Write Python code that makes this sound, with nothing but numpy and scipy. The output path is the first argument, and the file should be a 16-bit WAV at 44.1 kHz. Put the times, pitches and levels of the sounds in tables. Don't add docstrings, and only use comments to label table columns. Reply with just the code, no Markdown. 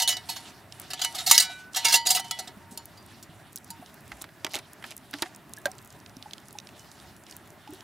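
import sys
import numpy as np
from scipy import signal
from scipy.io import wavfile
from scipy.ndimage import uniform_filter1d

SR = 44100
rng = np.random.default_rng(int(sys.argv[2]) if len(sys.argv) > 2 else 0)


def attenuation_scalar(level_db):
    decades = np.asarray(level_db, float) / 20
    return 10 ** decades


def wav_record(signal):
    frames = np.transpose(np.atleast_2d(signal))
    bounded = np.clip(frames, -1, 1)
    quanta = np.round(bounded * 32767).astype(np.int16)
    wavfile.write(sys.argv[1], SR, quanta)


N = 345539

# frequency in Hz, level in dB per Hz.
AIR_SPECTRUM = [(20, -24.5), (30, -21.5), (60, -7.5), (95, 2.5), (250, -2.5), (600, -5), (1100, -11),
                (1600, -9.5), (2600, -20.5), (5000, -29.5), (11000, -28.5), (16000, -24.5)]
# frequency in Hz, level in dB per Hz.
RUSTLE_SPECTRUM = [(700, 9), (1500, -3.5), (3500, 5), (6500, -1.5), (11000, -3), (16000, -52)]
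# frequency in Hz, likeness from 0 to 1.
LIKENESS = [(60, 0.69), (130, 0.86), (290, 0.93), (640, 0.9), (1410, 0.89), (3100, 0.81), (6820, 0.87),
            (15000, 0.59)]
# frequency in Hz, left minus right in dB.
LEAN = [(60, -0.5), (110, -0.5), (200, -0.5), (380, -0.5), (700, -0.5), (1290, -0.5), (2380, -2.5),
        (4400, -2.5), (8120, -1.0), (15000, 1.0)]
# start in seconds, peak in dB, centre in Hz.
LOUD_POPS = [(0.7236, -28, 4150), (0.7986, -21.5, 12200), (0.817, -30, 8600), (1.1262, -35, 8500),
             (1.734, -30, 6000), (2.856, -26.5, 11950), (3.5589, -18.5, 10800), (3.565, -26, 8000),
             (3.645, -34, 11300), (3.8612, -34, 4360), (3.9427, -34, 13100), (4.0786, -38, 9100),
             (4.2156, -27, 5270), (4.2202, -21, 10800), (4.733, -31.5, 9800), (4.9663, -24, 10240),
             (4.978, -30, 7800), (5.3483, -32.5, 6410), (5.3612, -29, 10960), (5.5356, -21.5, 7140),
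             (5.5658, -35, 6800), (5.716, -28.5, 6440), (5.848, -35, 11800), (5.875, -36.5, 10200),
             (5.926, -36, 7640), (6.1677, -32, 6330), (6.4842, -33.5, 8700), (6.528, -32, 11700),
             (7.311, -28.5, 6740), (7.3662, -23.5, 13400), (7.504, -36.5, 7620), (7.7352, -34.5, 9900)]
# start in seconds, peak in dB.
WET_TICKS = [(5.788, -35), (6.0617, -32.5), (6.2258, -27), (6.31, -31), (6.334, -23.5), (6.3809, -31.5),
             (6.5863, -21), (6.6005, -33.5), (6.6714, -33), (6.845, -46), (7.2662, -36.5), (7.3244, -36),
             (7.8071, -33)]
# start in seconds, peak in dB,
# centre in Hz.
FAINT_POPS = [(1.1248, -34, 6620), (2.2827, -36, 5850), (2.7092, -41, 9240), (6.795, -33.5, 6000),
              (3.027, -44.5, 5940), (3.063, -38, 8870), (3.1951, -49, 5130), (3.5244, -44, 8750),
              (3.53, -35, 10200), (3.575, -27, 5480), (3.584, -36, 8680), (3.678, -42, 11900),
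              (7.0, -37, 4480), (4.0073, -39, 13200), (4.0567, -45.5, 10800), (4.1704, -41, 8480),
              (4.4942, -43, 9420), (4.5136, -34, 6040), (4.6474, -49.5, 11340), (4.8653, -37, 11600),
              (5.111, -30, 11800), (6.942, -50, 5400), (5.4946, -42, 9640), (5.5704, -34, 6610),
              (5.585, -33, 11000), (5.6166, -43, 8450), (5.6597, -19, 9000), (5.7523, -43, 6470),
              (5.7828, -33.5, 5940), (5.8167, -42, 14000), (5.8257, -39, 9260), (5.8584, -40, 8280),
              (5.904, -36.5, 6100), (5.9648, -48, 5250), (5.9904, -43, 14000), (6.0013, -37.5, 6350),
              (6.0955, -39, 5840), (6.2744, -52, 6400), (6.4014, -41, 7460), (6.4564, -44, 6420),
              (6.5078, -35.5, 5400), (6.6897, -48, 5670), (6.9154, -35, 5130), (7.165, -40, 8400),
              (7.2374, -37, 7400), (7.2978, -37, 6170), (7.4584, -47, 7110), (7.475, -41, 9020),
              (7.7064, -37, 11600), (7.746, -35, 12500)]
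# start in seconds, length in seconds, level in dB.
STROKES = [(0, 0.76, -48.5), (0.605, 1.1, -46), (1.189, 0.52, -45.5), (1.711, 0.34, -37),
           (2.02, 0.57, -48.5), (3.048, 0.21, -53), (4.01, 0.29, -55.5), (4.479, 0.14, -45),
           (4.835, 0.13, -48), (5.11, 0.22, -49), (5.447, 1.4, -56.5), (6.673, 0.65, -51),
           (6.738, 0.13, -49.5), (3.96, .08, -59.5), (4.208, 0.028, -43.5), (7.242, 0.19, -53),
           (7.598, 0.45, -56)]
# start
# in seconds, peak in dB, mode in Hz, t60 in seconds.
KNOCKS = [(1.311, -14.5, 1170, 0.028), (2.776, -48, 921, 0.12), (1.311, -26, 258.4, 0.008),
          (2.568, -29, 215, 0.02), (2.718, -34.5, 232, 0.041), (3.29, -35, 154, 0.051),
          (3.699, -33, 199, 0.023), (3.795, -31.5, 247, 0.018), (3.824, -39, 730, 0.052),
          (4.114, -43, 60, 0.18), (4.446, -25, 332, 0.024), (4.54, -39, 845, 0.092),
          (5.137, -33.5, 292, 0.11), (5.221, -26, 333, 0.051), (5.223, -34, 1820, 0.069),
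          (5.255, -41.5, 746, 0.1), (5.576, -39.5, 1690, 0.066), (5.6561, -19, 1593, 0.049),
          (5.657, -18.5, 580, 0.062), (5.679, -35, 758, 0.12), (6.167, -29.5, 258, 0.018),
          (6.258, -37, 851, 0.073), (6.552, -38, 837, 0.066), (7.674, -40.5, 854, 0.11),
          (7.69, -38, 306, 0.2), (7.724, -36, 376, 0.077)]
# start in seconds, peak in dB, centre in Hz.
CAP_SLIPS = [(4.118, -22, 1860), (4.2415, -24.5, 2160), (4.29, -38.5, 2110), (4.4465, -9.5, 3300),
             (4.466, -15.5, 2310), (4.5198, -31, 6200), (4.5359, -20, 4350), (4.5414, -14.5, 2720),
             (4.547, -16, 4600), (4.5543, -11, 4100), (4.563, -18, 3620), (4.5685, -23, 2100),
             (4.575, -28, 2640), (4.588, -25, 4950), (4.5917, -23.5, 2200), (4.8249, -29, 2000),
             (4.8405, -22, 1680), (4.85, -34, 2600), (4.914, -23.5, 3600), (4.908, -23.5, 4350),
             (4.921, -27, 2880), (5.1321, -25.5, 1860), (5.138, -16, 2050), (5.1855, -29, 2860),
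             (5.193, -32.5, 2230), (5.222, -8, 4750), (5.2256, -13.5, 2250), (5.259, -30, 1846),
             (5.6562, -11, 4000), (5.667, -21, 2450), (6.6897, -31.5, 2710), (7.676, -33, 2920)]
# frequency in Hz, level in dB, t60 in seconds.
WALL_MODES = [(1311, -7, 0.12), (1720, -7.5, 0.16), (1974, -8, 0.26), (2180, -6.5, .17), (2358, -19.5, 0.3),
              (2761, 1.5, 0.05), (2963, -4.5, .26), (3371, -9.5, .2), (3731, -9, 0.11), (3854, -7.5, 0.17),
              (3951, -13, 0.2), (4291, -1, 0.16), (4364, -4.5, .17), (4719, -8.5, 0.15), (4791, -6.5, 0.17),
              (5367, -6, .14), (5717, -11, 0.18), (5899, -6.5, .13), (6032, -5, 0.14), (6340, -13, 0.081),
              (7092, -4, .14), (7170, 1, 0.034), (8300, -8, .12), (9100, -10, 0.09), (9540, -11.5, 0.1)]
# frequency in Hz, level in dB, t60 in seconds.
BOOM_MODES = [(744, 8.5, 0.054), (926, -6, 0.33)]
# frequency in Hz, level of a mode in dB.
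SHEET_SPECTRUM = [(300, -33), (600, -21.5), (919, -22), (1570, -11), (2240, -10.5), (2440, -16), (2760, -4),
                  (3390, -1.5), (3830, 1.5), (5870, 0), (9500, -3), (16000, -9)]
# start in seconds, peak in dB, rattle length in seconds, wall boom in dB.
CLANKS = [(0.0001, -11.5, 0.0087, -26), (0.0167, -12, 0.018, -16.5), (0.0764, -11.5, 0.011, -32),
          (0.082, -8.5, 0.034, -29), (0.125, -23, 0.0097, -40), (0.168, -22, 0.0097, -32),
          (0.2872, -16.5, 0.033, -22), (0.359, -22.5, 0.017, -30.5), (0.9034, -22, 0.014, -32.5),
          (0.934, -19, 0.0073, -24), (0.994, -24, 0.014, -31.5), (1.015, -12, 0.014, -33.5),
          (1.0328, -15, 0.022, -33.5), (1.1458, -19, 0.024, -19), (1.179, -17, 0.034, -37),
          (1.214, -33.5, 0.013, -22), (1.262, -8.5, 0.028, -26), (1.294, -8.5, 0.017, -36.5),
          (1.3122, 3.5, 0.018, -27.5), (1.32, -3, 0.022, -32), (1.3394, -3, 0.032, -40),
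          (1.3787, 4.5, 0.016, -39), (1.3987, 0, .028, -35), (1.417, -11.5, 0.025, -31),
          (1.444, -23.5, 0.021, -30), (1.491, -32.5, 0.02, -18),
          (1.742, -15, 0.071, -44.5), (1.7593, -15, 0.018, -7), (1.764, -15, 0.022, -31.5),
       (1.832, -25.5, 0.075, -35.5), (1.846, -6, 0.022, -35.5), (1.884, -8.5, 0.053, -39.5),
       (1.922, -3, 0.03, -37), (1.94, -9.5, 0.016, -7.5), (1.949, -7, 0.016, -32.5),
       (2.053, -22, 0.015, -30), (2.062, -13, 0.017, -20), (2.084, -13.5, 0.057, -13),
       (2.1057, -7, 0.012, -15), (2.146, -10.5, 0.023, -18), (2.164, -13.5, 0.023, -50),
       (2.196, -20.5, 0.0082, -13), (2.243, -30, 0.016, -16), (2.31, -15, 0.0042, -27.5),
       (2.389, -20, 0.012, -20), (2.474, -28, 0.012, -27), (2.709, -38.5, 0.038, -13),
       (2.7745, -26.5, 0.0048, -27), (3.2267, -35.5, 0.01, -23.5), (3.704, -31.5, 0.0057, -10.5),
          (1.047, -11.5, .004, -35),
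    (1.765, -21, .004, -22.5),
    (1.884, -14, .004, -31),
    (2.069, -12.5, .005, -19),
    (2.1033, -14.5, .008, -27),
    (2.973, -44, .008, -30),
]
# start in seconds,
# level in dB, mode in Hz, t60 in seconds, stop in seconds.
SINGS = [(.02, -27, 2966, 0.49, 0.14), (0.087, -25, 2966, 0.28, 0.24), (.29, -28.5, 924, 0.057, .4),
         (1.04, -28, 2970, 0.19, 1.14), (1.05, -38.5, 924, 0.27, 1.23), (1.311, -21.5, 924, 0.37, 1.41),
         (1.385, -22, 1976, .25, 1.62), (1.4, -36.5, 1498, 1.8, 1.74), (1.41, -36.5, 2358, 0.6, 1.64),
         (1.855, -24, 2180, .25, 1.93), (1.855, -27.5, 924, 0.76, 2.1), (1.944, -28.5, 924, 0.36, 2.06),
         (1.939, -8, 2760, 0.057, 2.05), (2.067, -23.5, 4792, .7, 2.17), (2.2, -43, 3035, 0.9, 2.37),
         (2.315, -41, 1976, 0.46, 2.6), (2.6, -53, 924, 2.3, 2.85), (3.705, -43, 920, 0.3, 3.8),
         (.003, -38, 1974, .4, .2), (.003, -33, 760, .15, .1), (1.018, -33, 1500, .05, 1.07),
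         (1.05, -40, 1975, .3, 1.15), (1.145, -38, 1235, .1, 1.21), (1.27, -31, 765, .15, 1.33),
         (1.315, -21, 1974, .4, 1.4), (1.315, -22, 2181, .35, 1.52), (1.76, -34, 1724, .2, 1.85),
         (1.765, -30, 765, .15, 1.85), (2.1, -25, 2756, .07, 2.15), (2.148, -28, 2754, .1, 2.2),
         (2.16, -35, 761, .3, 2.3), (2.39, -40, 662, .08, 2.44), (2.31, -40, 2966, .3, 2.45),
         (.004, -36, 922, .3, .12), (2.312, -39, 924, .3, 2.42), (6.78, -59, 2990, .5, 6.9),
         (7.0, -61, 3720, .4, 7.12),
         (.002, -21, 4296, 0.096, 0.1), (.002, -26, 3733, 0.15, .08), (.018, -27, 4882, 0.13, 0.09),
            (.05, -33, 5906, .3, 0.089), (0.08, -18, 4290, 0.077, 0.14), (0.079, -21, 3790, 0.089, .16),
            (0.09, -32, 5903, 0.22, 0.22), (.128, -32, 4860, 0.14, .22), (.168, -38, 3758, .15, 0.26),
            (0.289, -35, 4362, 0.26, 0.62), (0.289, -44, 4177, .15, 0.4), (0.932, -36, 4780, .1, 1.2),
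            (.933, -38, 3080, .08, 1.2), (1.017, -26, 4789, 0.071, 1.1), (1.017, -25, 6788, 0.073, 1.2),
            (1.017, -28, 3048, .1, 1.3), (.077, -17, 9400, 0.082, .15), (1.182, -34, 3769, 0.26, 1.5),
            (1.262, -20.5, 4393, 0.088, 1.5), (1.311, -2.5, 6032, 0.05, 1.8),
            (1.311, -6, 7093, 0.066, 1.56), (1.326, -24, 3852, 0.6, 1.6), (1.377, -11, 4721, 0.17, 1.74),
            (1.377, -10.5, 2961, 0.057, 1.8), (1.409, -21, 4579, 0.12, 1.8), (2.066, -31, 9800, 0.12, 2.5),
            (1.755, -32, 5973, .08, 1.8), (1.758, -35, 3860, .2, 1.85), (1.849, -22, 2766, 0.23, 2.15),
            (1.85, -27, 4789, 0.56, 2.4), (1.85, -27, 6020, 0.16, 2.3), (1.922, -26, 4362, .25, 2.5),
            (1.922, -24, 6036, .15, 2.4), (1.945, -22, 3858, 0.22, 2), (1.961, -39, 3035, 0.72, 2.1),
            (2.066, -17, 6800, 0.071, 2.8), (2.309, -35, 3370, 0.28, 2.5), (2.39, -45, 3956, .2, 2.8),
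            (2.39, -47, 4768, .2, 2.7), (2.974, -50.5, 4760, .25, 3.2)]

AIR_DB = -51.5
TICK_HZ = 3750
STROKE_ATTACK, STROKE_RELEASE, STILL_DB = 0.21, 0.36, -59
BOTTLE_MID_S, BOTTLE_HALF_S = 5.25, 1.4
DULL_DB, DULL_PER_DB = -10.5, 0.17
RING_DB, RING_PER_DB = -7.5, 0.034
TILT_DB, TILT_PER_BOOM_DB, TILT_PER_DB = 0, 0.2281, 0.2673
LIGHT_FROM_S, LIGHT_TILT_DB = 2.7, 8
SWELL_SHARE = 0.28
PORT_LAG = 0.45
DIP_HZ, DIP_WIDTH_HZ, DIP_DEPTH = 484, 150, 0.87
LIMIT_DB, RELEASE_DB_PER_S = -10, 56.5


def at_hz(points, hz):
    points = np.array(points)
    return np.interp(np.log(hz), np.log(points[:, 0]), points[:, 1])


def capsule_gain(hz, share=0.5):
    return attenuation_scalar(share * at_hz(LEAN, hz) * np.array([[1], [-1]]))


def add(track, s, piece):
    i = round(s * SR)
    track[..., i:i + piece.shape[-1]] += piece[..., :N - i]


def drift(rate_hz):
    steps_per_s = 40
    steps = rng.standard_normal(int(N / SR * steps_per_s) + 2)
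    r = np.exp(-2 * np.pi * rate_hz / steps_per_s)
    slow = signal.lfilter([1], [1, -r], steps)
    return np.interp(np.arange(N) / SR * steps_per_s, np.arange(len(slow)), slow / slow.std())


def grains(per_s, spread_db, count):
    sizes = attenuation_scalar(spread_db * np.minimum(rng.exponential(1, count), 4))
    signs = rng.choice([-1, 1], count)
    return sizes * signs * (rng.random(count) < per_s / SR)


def ring(clicks, hz, t60):
    r, w = attenuation_scalar(-60 / (max(t60, .002) * SR)), 2 * np.pi * hz / SR
    return signal.lfilter([0, np.sin(w)], [1, -2 * r * np.cos(w), r * r], clicks + 1e-18)


def decaying(hz, t60, size):
    t = np.arange(size) / SR
    decay = attenuation_scalar(-60 * t / np.reshape(t60, (-1, 1)))
    return decay * np.sin(2 * np.pi * np.reshape(hz, (-1, 1)) * t)


def snap(hz, t60, width, tone):
    t = np.arange(SR // 10) / SR
    burst = rng.standard_normal(len(t)) * attenuation_scalar(-60 * t / t60)
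    burst[0] = 2.5
    edges = [hz / width, min(hz * width, .45 * SR)]
    x = signal.lfilter(*signal.butter(2, edges, "band", fs=SR), burst)
    x += tone * ring(burst, hz, 8.0 / hz)
    return x / abs(x).max()


def bands(mid, side, spectrum, patchy_db):
    out, together = 0, drift(2.0)
    edges = 22 * 2 ** np.arange(0, 9.6, .5)
    for k, (low, high) in enumerate(zip(edges, edges[1:])):
        hz = np.sqrt(low * high)
        if hz < spectrum[0][0]:
            continue
        sos = signal.butter(2, [low, high], "band", fs=SR, output="sos")
        m, s = signal.sosfilt(sos, [mid[k % 2], side[k % 2]])
        alike = at_hz(LIKENESS, hz)
        flicker_db = patchy_db * (.6 * together + drift(9.0))
        gain = attenuation_scalar(at_hz(spectrum, hz) + flicker_db)
        stereo = np.sqrt(1 + alike) * m + np.sqrt(1 - alike) * s * [[1], [-1]]
        out = out + gain * capsule_gain(hz) * stereo
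    return out / np.sqrt(np.mean(out ** 2))


def air():
    white = rng.standard_normal((4, N))
    return attenuation_scalar(AIR_DB) * bands(white[:2], white[2:], AIR_SPECTRUM, patchy_db=1.74)


def fire():
    out = np.zeros((2, N))
    ticks = [(s, db, TICK_HZ) for s, db in WET_TICKS]
    for s, db, hz in LOUD_POPS + ticks + FAINT_POPS:
        edge = attenuation_scalar(-8.0) * min(hz / 8000, 1) * snap(9000, .007, 2.1, 0)
        pop = snap(hz, .011, 1.5, .1) + edge
        add(out, s, attenuation_scalar(db - 2.0) * pop * capsule_gain(hz, 0.98))
    return out


def stroke_gain():
    t, gain = np.arange(N) / SR, np.full(N, attenuation_scalar(STILL_DB))
    for s, length, db in STROKES:
        u = (t - s) / length
        shape = np.clip(np.minimum(u / STROKE_ATTACK, (1 - u) / STROKE_RELEASE), 0, 1)
        gain = np.maximum(gain, attenuation_scalar(db) * shape)
    return gain


def rustle():
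    rub = np.array([grains(3000, 2.0, N) for k in range(2)])
    out = stroke_gain() * attenuation_scalar(-3.5) * bands(rub, rub[:, ::-1], RUSTLE_SPECTRUM, patchy_db=3.5)
    on_cup = out[1] * (abs(np.arange(N) / SR - BOTTLE_MID_S) > BOTTLE_HALF_S)
    woken = sum(attenuation_scalar(db) * ring(on_cup, hz, t60 / 2) for hz, db, t60 in WALL_MODES[6:19:2] + BOOM_MODES)
    return out + attenuation_scalar(-41.5) * woken


def bottle():
    out, soft = np.zeros(N), np.zeros(SR // 4)
    soft[:3] = .25, .5, .25
    for s, db, hz, t60 in KNOCKS:
        push = ring(soft, hz, 5.54 / hz)
        add(out, s, attenuation_scalar(db) * ring(push, hz, t60) * hz * 2.96 / SR)
    return out * attenuation_scalar(np.array([[-.8], [.8]]))


def cap(cycles=64.5):
    out = np.zeros(N)
    for s, db, hz in CAP_SLIPS:
        t60 = cycles / hz
        click = snap(hz, t60, 1.85, 0.15)
        click += attenuation_scalar(DULL_DB + DULL_PER_DB * db) * snap(560, 0.079, 1.65, 0)
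        click += attenuation_scalar(-9.5) * hz / 3500 * snap(11400, t60 / 2, 1.26, 0)
        add(out, s, attenuation_scalar(db - 5.0) * click)
    return out * attenuation_scalar(np.array([[-1.6], [1.6]]))


def handle_chatter(db, rattle_s, count, bounces_per_s=1800, uneven_db=2.0):
    t = np.arange(count) / SR
    rattle_s *= attenuation_scalar(-max(db + 2, 0))
    chatter = grains(bounces_per_s, uneven_db, count)
    chatter[0] = 3.1
    chatter *= np.exp(-(t / np.clip(rattle_s, .003, .06)) ** 1.58)
    swell_s = min(SWELL_SHARE * max(rattle_s - .01, 0), .005) * (db < -2)
    chatter *= np.minimum((t + .001) / (swell_s + .001), 1)
    return chatter / np.sqrt(np.sum(chatter ** 2))


def clanks(place_db=3.0, clatter_db=-7.0, clatter_t60=0.029):
    size, out = SR // 4, np.zeros((2, N))
    t = np.arange(size) / SR
    thicket_hz = np.sort(600 * (16500 / 600) ** rng.random(260) ** .6)
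    short = [(f, clatter_db + at_hz(SHEET_SPECTRUM, f), clatter_t60 * (4000 / f) ** 0.049)
             for f in thicket_hz]
    hz, level_db, t60 = np.transpose(short + WALL_MODES + BOOM_MODES)
    kind = np.repeat([0, 1, 2], [len(short), len(WALL_MODES), len(BOOM_MODES)])
    hand = np.cos(np.pi / 2 * t / t[-1]) ** .5
    waves = decaying(hz, t60, size) * hand
    octaves = np.log2(np.minimum(hz, 9000) / 4000)
    for s, db, rattle_s, boom_db in CLANKS:
        ring_db = RING_DB + RING_PER_DB * (db + 21.5)
        tilt_db = TILT_DB + TILT_PER_BOOM_DB * (boom_db + 19.0) + TILT_PER_DB * (db + 21.0)
        tilt_db += LIGHT_TILT_DB * (s > LIGHT_FROM_S)
        mode_db = level_db + np.array([0, ring_db, boom_db + 17.0])[kind] + tilt_db * octaves
        mode_db = mode_db + place_db / (1 + kind) * rng.standard_normal(len(hz))
        strength = attenuation_scalar(mode_db) * rng.choice([-1, 1], len(hz))
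        lean = attenuation_scalar(at_hz(LEAN, hz) / 2 + (0.5 + hz / 7000) * rng.standard_normal(len(hz)))
        body = np.array([strength * lean, strength / lean]) @ waves
        chatter = handle_chatter(db, rattle_s, size // 2)
        add(out, s, attenuation_scalar(db - 16.5) * signal.fftconvolve(body, chatter[None], axes=1))
    return out


def singing_modes():
    out, held = np.zeros((2, N)), np.arange(SR // 2) / SR
    for s, db, hz, t60, stop in SINGS:
        window = np.clip(held / .004, 0, 1) * np.clip((stop - s - held) / .05, 0, 1)
        add(out, s, attenuation_scalar(db) * capsule_gain(hz) * decaying(hz, t60, SR // 2) * window)
    return out


def cup():
    return signal.sosfilt(signal.butter(3, 400, "high", fs=SR, output="sos"), clanks() + singing_modes())


def scene():
    near = cup() + cap() + bottle()
    dull = signal.lfilter([.25], [1, -.75], near)
    for delay_s, db in [(.0043, -25.5), (.011, -14.5)]:
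        add(near, delay_s, attenuation_scalar(db) * dull[::-1])
    step = (1 - PORT_LAG) / (1 + PORT_LAG)
    near[0] = signal.lfilter([step, 1], [1, step], near[0])
    return near + fire() + rustle() + air()


def roll_off(x):
    return signal.sosfilt(signal.butter(12, 16430, fs=SR, output="sos"), x)


def record(dry):
    r, w = np.exp(-np.pi * DIP_WIDTH_HZ / SR), 2 * np.pi * DIP_HZ / SR
    band = signal.lfilter(np.array([1, 0, -1]) * (1 - r * r) / 2, [1, -2 * r * np.cos(w), r * r], dry)
    x = dry - DIP_DEPTH * band
    x = signal.sosfilt(signal.butter(2, 40, "high", fs=SR, output="sos"), x)
    fall = RELEASE_DB_PER_S * np.arange(N) / SR
    level_db = 10 * np.log10(uniform_filter1d(np.mean(x ** 2, axis=0), size=200) + 1e-12)
    held_db = np.maximum.accumulate(level_db + fall) - fall
    over_db = np.maximum(held_db - LIMIT_DB, 0)
    cut_db = signal.lfilter([.004], [1, -.996], over_db)
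    x = np.clip(x * attenuation_scalar(-cut_db), -.98, .98)
    x = signal.sosfilt(signal.cheby2(8, 35, 16450, fs=SR, output="sos"), x)
    return roll_off(x)


dry = scene()
out = record(dry)
wav_record(out)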